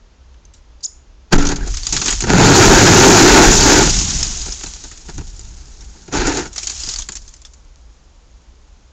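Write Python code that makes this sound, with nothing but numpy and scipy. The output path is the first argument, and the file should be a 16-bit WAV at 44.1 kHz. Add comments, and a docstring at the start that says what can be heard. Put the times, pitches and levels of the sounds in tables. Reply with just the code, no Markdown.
"""A sheet of snow and ice breaks loose, scrapes down a roof and crashes to the ground beside an outdoor camera.
Loose snow sifts after it, lumps of ice shatter one by one and a smaller slab follows; a bird chips once before.
Noise with drawn loudness curves makes the scraping, sifting, thumping and booming; each lump is a burst of
noise with a short pitched tick, and the bird is two gliding tones with a rasp.
Quiet winter air lies under it all, and the camera's sound overloads in the crash."""
import sys
import numpy as np
from scipy import signal
from scipy.fft import rfft, irfft, next_fast_len
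from scipy.io import wavfile
from scipy.ndimage import uniform_filter1d, map_coordinates

SR = 44100
rng = np.random.default_rng(int(sys.argv[2]) if len(sys.argv) > 2 else 0)


def dump_mix(stems):
    """Bounce the given channels to the path in sys.argv[1] as a 16-bit WAV at rate SR."""
    frames = np.atleast_2d(stems).T  # one column per channel
    limited = np.clip(frames, -1, 1)  # hard clip at full scale
    pcm = np.round(limited * 32767).astype(np.int16)
    wavfile.write(sys.argv[1], SR, pcm)


N = 393372

# Tone colour of bursting ice and snow. Each row: frequency in Hz, relative level in dB per Hz.
SPRAY_COLOUR = [(180, -32.5), (300, -25), (398, -29), (514, -28), (693, -17.5), (1720, -17), (3300, -10),
                (5340, -3), (6890, 2), (8900, -16.5), (11600, -55), (19600, -120)]
# Tone colour of the ground when struck. Each row: frequency in Hz, relative level in dB per Hz.
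GROUND_COLOUR = [(60, -39.5), (90, 1), (130, 0.5), (200, -1.5), (280, -13.5), (500, -95.5)]
# Loudness of the shattering and sifting snow. Each row: time in seconds, level in dB.
SIFT_LEVELS = [(1.4, -59), (1.49, -34.5), (1.56, -52.5), (1.68, -33), (2.09, -19.5), (2.3, -35),
               (2.55, -10.5), (3.24, -8.5), (3.7, -9.5), (4.2, -21), (5.0, -40.5), (6.13, -47.5),
               (6.26, -28.5), (6.39, -27.5), (6.51, -48), (6.58, -31), (6.92, -26), (7.07, -42.5),
               (7.66, -60.5), (8.92, -63)]


def amp(db):
    """Turn decibels into a plain gain."""
    return 10 ** (np.asarray(db) / 20)


def unit(x):
    """Scale x to an rms of 1."""
    return x / np.sqrt(np.mean(x ** 2) + 1e-20)


def along(points, hz):
    """Read a curve of (Hz, value) points on a log frequency axis."""
    f, v = np.transpose(points)
    return np.interp(np.log(hz + 1), np.log(f + 1), v)


def curves(rows, outside=-120):
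    """Draw one value per sample for each column after the time."""
    s, *columns = np.transpose(rows)
    t = np.arange(N) / SR
    return [np.interp(t, s, column, outside, outside) for column in columns]


def wobble(rate):
    """Draw a smooth random curve with rate knots a second."""
    knots = rng.standard_normal(int(N * rate / SR) + 4)
    return map_coordinates(knots, [np.arange(N) * rate / SR])


def filtered(x, response):
    """Multiply the spectrum of x by a response, which may be complex."""
    m = next_fast_len(N + SR // 2)
    hz = np.fft.rfftfreq(m, 1 / SR)
    return irfft(rfft(x, m) * response(hz), m)[..., :N]


def coloured(x, spectrum):
    """Give x a tone colour; white noise of rms 1 keeps an rms of 1."""
    hz = np.linspace(0, SR / 2, num=20000)
    norm = np.sqrt(np.mean(amp(along(spectrum, hz)) ** 2))
    return filtered(x, lambda hz: amp(along(spectrum, hz)) / norm)


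def grit(spiky_db, patchy_db):
    """Make noise of rms 1 from unequal grains, with patches of random gain over time and pitch."""
    grains = rng.standard_normal(N) * amp(spiky_db * rng.exponential(size=N))
    z = signal.stft(grains, nperseg=256)[2]
    field = uniform_filter1d(rng.standard_normal(z.shape), size=6, axis=0)  # smooth over pitch
    field = uniform_filter1d(field, size=8, axis=1)  # smooth over time
    patchy = signal.istft(z * amp(patchy_db * unit(field)), nperseg=256)[1]
    return unit(patchy[:N])


def air():
    """Winter air over a low hum: steady noise, strongest in the bass."""
    # Tone colour of the quiet. Each row: frequency in Hz, relative level in dB per Hz.
    quiet_colour = [(12, -50), (20, -9), (65, -5), (92, -23), (179, -28), (461, -33), (498, -33.5),
                    (580, -33.5), (659, -35.5), (896, -35), (1880, -41.5), (6720, -41.5), (8900, -61.5),
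                    (11600, -99), (19600, -120)]
    return amp(-44.5) * coloured(rng.standard_normal(N), quiet_colour)


def roof(x):
    """Ring the roof panels as resonances; white noise of rms 1 comes out at rms 1."""
    # The panels. Each row: pitch in Hz, width of the resonance in Hz, relative level in dB.
    panels = [(278, 84, -0.5), (393, 128, -1.5), (746, 152, -8), (908, 119, -6.5), (1342, 308, -7),
              (1548, 510, -8), (2560, 580, -14.5), (4350, 2000, -18), (6910, 720, -13.5)]

    def modes(f):
        total = 0
        for k, (centre, width, db) in enumerate(panels):
            resonance = 1j * f * width / (centre * centre - f * f + 1j * f * width)
            total = total + (-1) ** k * amp(db) * resonance  # neighbours swing in opposite directions
        return total

    norm = np.sqrt(np.mean(np.abs(modes(np.linspace(0, SR / 2, num=20000))) ** 2))
    return filtered(x, modes) / norm


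def crumbs():
    """Small lumps at random moments, their loudness following the sifting snow."""
    # One row: level over the snow in dB, size scatter in dB, thud and knock in dB against the crack.
    crumb_levels = (-1, 2.2, -22, -25)
    per_second = 18
    when, size, pitch = rng.random((int(per_second * N / SR), 3)).T
    over_db, scatter_db, thud_db, knock_db = crumb_levels
    snow_db = curves(SIFT_LEVELS)[0][(when * N).astype(int)]
    db = snow_db + over_db - scatter_db * np.log(size + 1e-3)  # a few are much louder
    tick_hz = np.interp(pitch, [0, 1], (4500, 7200))
    rows = zip(when * N / SR, db, tick_hz)
    t60 = .04  # s
    return [(s, level, thud_db, knock_db, hz, t60) for s, level, hz in rows if level > -70]


def lumps():
    """Each lump ticks at its own pitch, bursts, knocks on other ice, thuds on the roof and shakes the ground."""
    # The lumps of ice that stand out. 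Each row: start in seconds, crack level in dB,
    # thud in dB against the crack, knock in dB against the crack, tick pitch in Hz,
    # time in seconds for the crack to die by 60 dB.
    big_lumps = [(0.3416, -54, -12, 4, 6100, .04), (0.452, -41, -20, -32, 6230, .036),
                 (0.537, -42, -28, -28, 7500, 0.15), (0.8066, -46, -25, -35, 4840, .05),
                 (1.3814, -19, 1, -23, 6000, .05), (1.4027, -30, 6, -18, 4900, .054),
                 (1.4252, -24, -1.5, -17, 6950, 0.091), (1.4515, -17, 1, -22, 5830, 0.041),
                 (1.4686, -14, -9, -28, 6050, 0.043), (1.489, -13.5, -3.5, -34, 6440, 0.056),
                 (1.5172, -20.5, 3, -36, 4770, 0.05), (1.5593, -20.5, -6, -11.5, 6330, 0.062),
                 (1.6748, -26.5, -5, -33, 6940, 0.096), (1.74, -24, -21, -7, 6300, 0.072),
                 (1.7702, -19.5, -23.5, -14, 6440, 0.06), (1.833, -19.5, -24.5, -32, 4560, .036),
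                 (1.868, -13, -19, -11, 4810, 0.045), (1.925, -10, -13, -34, 6570, 0.14),
                 (1.965, -11.5, -20, -7, 6870, 0.081), (2.0156, -11.5, -10.5, -7.5, 5950, 0.068),
                 (2.059, -13.5, -8.5, -9, 7350, 0.078), (2.0807, -10.5, -13.5, -6.5, 6490, 0.11),
                 (2.1053, -11, -25, -23, 6750, .065), (2.125, -12, -13, -7, 6820, .042),
                 (2.2059, -10.5, -26.5, -37, 7000, 0.05), (2.2205, -17, -4, -25.5, 6540, 0.047),
                 (2.2375, -25.5, 14, -19.5, 6400, 0.042), (2.2914, -23, 12, -22, 6350, 0.045),
                 (3.87, -24, 12, -5, 6500, .05), (3.9884, -10, -28.5, -49, 5450, 0.065),
                 (4.2288, -8.5, -23.5, -37, 5410, 0.046), (4.3724, -17, -22, -31, 6370, .028),
                 (4.415, -19.5, -26, -27, 4900, 0.057), (4.4584, -23, -4.5, -21, 6150, .065),
                 (4.5216, -18, -26.5, -23, 5150, 0.043), (4.481, -36, 8, -8, 6000, 0.045),
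                 (4.61, -32, -8, -1, 6900, 0.033), (4.6339, -29.5, 2, 1.5, 5430, 0.053),
                 (4.6618, -25.5, -6, -30, 4080, 0.047), (4.8384, -27, -5, -33, 6330, 0.074),
                 (4.9138, -32, -9, -9, 7000, 0.091), (5.0844, -38, 9, -3, 6360, 0.091),
                 (5.178, -36, 9, -19, 6940, 0.078), (5.21, -44.5, 13, -15, 6500, 0.028),
                 (5.3642, -35.5, -18.5, -35, 7040, .035), (5.3935, -25, -29, -44, 7000, 0.018),
                 (5.808, -35, -12.5, -32, 5530, .064), (6.0782, -45.5, 16, -20, 4830, 0.058),
                 (6.126, -23, 2.5, -29, 6240, .04), (6.1709, -17.5, -5.5, -30.5, 6570, .05),
                 (6.2694, -14.5, -15, -30, 7030, 0.064), (6.3714, -17.5, 2, -28, 6970, 0.052),
                 (6.4544, -30.5, 7.5, -9.5, 7100, 0.053), (6.5297, -29, -19, -25, 6910, .05),
                 (6.5608, -19.5, -21, -10.5, 6060, 0.041), (6.58, -15, -26, -18, 5420, 0.072),
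                 (6.631, -18, -31.5, -29, 5540, 0.059), (6.6707, -13.5, -32, -33, 6780, .05),
                 (6.6972, -19, -21.5, -29, 5870, 0.086), (6.8359, -20, -18, -33, 4850, 0.047),
                 (6.872, -21, -8.5, -35, 4930, .043), (6.889, -16.5, -19, -37, 5280, 0.061),
                 (6.9382, -18, -32, -29, 5150, .033), (6.9602, -17, -33, -29, 4550, 0.034),
                 (6.987, -17, -25.5, -31, 6170, 0.1), (7.0208, -24, -34, -30, 6500, .05),
                 (7.0878, -19, -8.5, -4.5, 7240, .04), (7.1203, -21, -23, -31, 6880, 0.067),
                 (7.1538, -23, -27, -36, 5550, .076), (7.1677, -26, -39, -23, 6500, .048),
                 (7.218, -40, -22, -27, 6570, .04), (7.2789, -33, -23, -20, 6300, 0.044),
                 (7.2898, -40, -25, -29, 6900, .06), (7.3388, -33.5, -25, -23, 6300, .06),
                 (7.3642, -42, -20, -32, 7150, .04), (7.417, -38.5, -24, -28, 7200, 0.045),
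                 (7.45, -31, -26, -17, 3500, 0.076), (7.535, -38.5, -20, -18, 7120, 0.066)]
    # Tone colour of hard ice on hard ice. Each row: frequency in Hz, relative level in dB per Hz.
    knock_colour = [(500, -56), (1200, -1), (2500, -5.5), (3800, -3), (6000, -36), (9000, -66.5)]
    crack_rise_s, thud_rise_s = 0.00058, 0.0024
    tick_t60_s, land_t60_s = 0.033, .1
    thud_lasts = 1.3  # times as long as the crack
    tick_db, land_db = 2.4, -6  # tick against the crack; ground against the thud

    t = np.arange(SR // 8) / SR
    dying = lambda t60: amp(-60 * t / t60)
    sharp, soft = 1 - np.exp(-t / crack_rise_s), 1 - np.exp(-t / thud_rise_s)
    land, tick = soft * dying(land_t60_s), dying(tick_t60_s)
    parts, ticks = np.zeros((4, N + SR)), np.zeros(N + SR)
    for s, db, thud_db, knock_db, hz, t60 in list(big_lumps) + crumbs():
        burst = sharp * dying(t60)
        shapes = np.array([burst, burst, soft * dying(thud_lasts * t60), land])
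        levels = db + np.array([[0], [knock_db], [thud_db], [thud_db + land_db]])
        start = round(s * SR)
        parts[:, start:start + len(t)] += shapes * amp(levels)
        ticks[start:start + len(t)] += amp(db + tick_db) * tick * np.sin(2 * np.pi * hz * t)

    crack, knock, thud, ground = parts[:, :N]
    cracks = coloured(crack * grit(spiky_db=2.5, patchy_db=3.0), SPRAY_COLOUR)
    knocks = coloured(knock * rng.standard_normal(N), knock_colour)
    thuds = roof(thud * rng.standard_normal(N))
    landings = coloured(ground * rng.standard_normal(N), GROUND_COLOUR)
    return ticks[:N] + cracks + knocks + thuds + landings


def trees(x):
    """The trunks scatter a soft tail: fading noise in which each frequency dies at its own speed."""
    # How long the tail rings. Each row: frequency in Hz, time in seconds to die by 60 dB.
    tail_times = [(300, .25), (3000, 0.14), (8000, 0.4)]
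    hz, t, z = signal.stft(rng.standard_normal(SR // 2), SR, nperseg=256)
    fading = amp(-60 * t / along(tail_times, hz)[:, None])
    tail = signal.istft(z * fading, SR, nperseg=256)[1]
    delayed = np.pad(x, (600, 0))  # samples
    return signal.fftconvolve(delayed, tail / np.linalg.norm(tail))[:N]


def bird():
    """One hoarse chip of two voices that bends up and falls steeply, the first voice beating fast."""
    # The chip. Each row: time in seconds, pitch in Hz, level in dB (raised below for the first voice),
    # second voice's level in dB (raised below for the rasp).
    chip = [(.826, 4320, -52, -59), (.834, 4670, -35, -33), (.843, 5140, -20.5, -27.5),
            (.849, 6330, -21, -26), (.855, 6970, -16, -53), (.859, 6860, -16, -60), (.863, 5200, -22, -60),
            (.868, 3500, -48, -63), (.874, 2400, -73, -62)]
    hz, db, second_db = curves(chip)
    shaky_hz = np.clip(hz, 0, None) * (1 + 0.01 * wobble(900))
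    phase = 2 * np.pi * np.cumsum(shaky_hz) / SR
    beat = 1 + 0.68 * np.sin(2 * np.pi * 210 * np.arange(N) / SR)
    first = amp(db + 2.0) * beat * np.sin(phase)
    second = amp(second_db) * np.sin(1.3 * phase)
    hiss = coloured(rng.standard_normal(N), SPRAY_COLOUR)
    bright_hiss = filtered(hiss, lambda f: 1 / (1 + (3500 / (f + 1)) ** 6))  # mostly the part above 3500 Hz
    return first + second + amp(second_db + 3.0) * bright_hiss


def thump():
    """Snow thumps on the ground: low noise with an unsteady level."""
    # Loudness of the thumps. Each row: time in seconds, level in dB before the wobble.
    thump_levels = [(1.3, -57), (1.34, -5), (1.4, -20.5), (1.68, -40.5), (1.89, -58), (1.94, -27),
                    (2.23, -45), (2.24, -11.5), (2.262, -25), (2.31, -15.5), (2.45, -9), (3.24, -10.5),
                    (3.4, -14), (3.85, -21), (4.2, -30), (4.56, -53), (5.1, -55), (5.19, -28.5),
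                    (5.28, -52.5), (6.1, -51.5), (6.17, -28), (6.39, -35), (6.51, -54.5), (7.2, -60)]
    level = amp(curves(thump_levels)[0] + 1.5 * wobble(12))
    return level * coloured(rng.standard_normal(N), GROUND_COLOUR)


def jolt():
    """The sheet tears free: noise cracks through the roof, the frame rings as dying tones, a panel squeaks."""
    # The first break of the sheet. Each row: time in seconds, level in dB.
    break_levels = [(1.308, -47), (1.322, -21), (1.328, -1), (1.342, -7), (1.352, -15.5), (1.37, -22)]
    # Rafters and panels struck by the break. Each row: pitch in Hz, level in dB, time in seconds to die by 60 dB.
    struck_frame = [(19, 2.5, 0.5), (241.5, -11, 0.31), (284.4, -11, 0.7), (400, -17, .5), (1330, -26, .6),
                    (1372, -26, .6)]
    # The loosened sheet rubs one panel. Each row: time in seconds, level in dB.
    squeak_levels = [(1.6, -60), (1.615, -40), (1.64, -38), (1.66, -67)]
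    # Tone colour of that panel. Each row: frequency in Hz, relative level in dB per Hz.
    panel_colour = [(1100, -49.5), (1500, -6), (1630, 1), (1800, -8), (2400, -50.5)]
    crack = roof(amp(curves(break_levels)[0]) * rng.standard_normal(N))
    t = np.clip(np.arange(N) / SR - 1.336, 0, None)  # seconds since the frame was struck
    swing = sum(-amp(db - 60 * t / t60) * np.sin(2 * np.pi * hz * t) for hz, db, t60 in struck_frame)
    squeak = amp(curves(squeak_levels)[0]) * coloured(rng.standard_normal(N), panel_colour)
    return crack + swing + squeak


def boom():
    """The shaken building booms: very deep noise that swells and sinks."""
    # Loudness of the boom. Each row: time in seconds, level in dB before the wobble.
    boom_levels = [(1.33, -35), (1.4, -17), (1.49, -17), (1.53, -30), (1.73, -16), (1.89, -34), (2.5, -18),
                   (3.24, -18), (3.36, -11), (3.7, -18), (3.85, -12), (4.11, -23), (4.2, -17), (4.56, -31),
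                   (5.0, -43), (5.19, -26), (6.04, -43), (6.17, -21), (6.32, -23), (6.58, -44), (6.79, -33),
                   (7.0, -36), (7.3, -42), (7.4, -56)]
    # Tone colour of the building. Each row: frequency in Hz, relative level in dB per Hz.
    boom_colour = [(11, -31), (18, -1.5), (48, -1), (100, -18.5), (130, -43.5), (220, -120)]
    level = amp(curves(boom_levels)[0] + 2.5 * wobble(9.4))
    return level * coloured(rng.standard_normal(N), boom_colour)


def scrape(jerks):
    """The sheet grinds over the roof in jerks: gritty noise rings the panels."""
    # The sheet jerks loose, runs and trails off, then a smaller slab.
    # Each row: time in seconds, level in dB before the jerks.
    scrape_levels = [(1.37, -38), (1.385, -19), (1.49, -25), (1.52, -17.5), (1.56, -38.5), (1.68, -32.5),
                     (1.73, -68.5), (1.9, -46), (2.09, -30.5), (2.17, -46), (2.262, -35), (2.275, -18),
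                     (2.39, -8.5), (2.51, -4), (3.43, -2.5), (3.57, -13.5), (3.7, -6), (3.87, -13),
                     (3.92, -32), (4.2, -36.5), (4.73, -54), (6.1, -53), (6.13, -19.5), (6.17, -15.5),
                     (6.24, -19), (6.28, -15.5), (6.33, -23.5), (6.39, -20), (6.51, -48.5), (7.3, -65)]
    level = amp(curves(scrape_levels)[0] + 1.1 * jerks + 0.84 * wobble(14))
    return roof(level * grit(spiky_db=3.0, patchy_db=1.5))


def spray(jerks):
    """Snow shatters and sifts down: bright gritty noise that flutters and shares the sheet's jerks."""
    level = amp(curves(SIFT_LEVELS)[0] + 0.27 * jerks + 1.1 * wobble(90))
    return coloured(level * grit(spiky_db=2.5, patchy_db=1.3), SPRAY_COLOUR)


def scene():
    """Add up all sources, with a soft tail from the trees behind the ice and the bird."""
    ice, chip = lumps(), bird()
    tail = trees(amp(-20.0) * ice + amp(-16) * chip)
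    jerks = wobble(45)
    slide = thump() + jolt() + boom() + scrape(jerks) + spray(jerks)
    return (air() + ice + tail + chip + slide)[None]


def record(dry):
    """The sound is cut steeply above 9 kHz before it clips hard; then the treble is dulled and peaks rounded."""
    # Tone of the camera after the overload. Each row: frequency in Hz, gain in dB (capped at 0 below).
    camera_tone = [(20, 6.5), (7300, -2.5), (8300, -11.5), (9200, -12.5), (16000, -15.5)]
    treble_cut_hz, top_hz = 9100, 15830
    clip_at, ceiling = .72, .8  # of full scale
    heard = filtered(dry, lambda hz: 1 / (1 + (hz / treble_cut_hz) ** 90))
    clipped = heard / (1 + np.abs(heard / clip_at) ** 14) ** (1 / 14)
    # Clipping adds sharp edges in the treble; little of them passes.
    dulled = filtered(clipped, lambda hz: amp(np.minimum(along(camera_tone, hz), 0)))
    rounded = dulled / (1 + np.abs(dulled / ceiling) ** 12) ** (1 / 12)
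    return filtered(rounded, lambda hz: hz < top_hz)


dry = scene()
out = record(dry)
dump_mix(out)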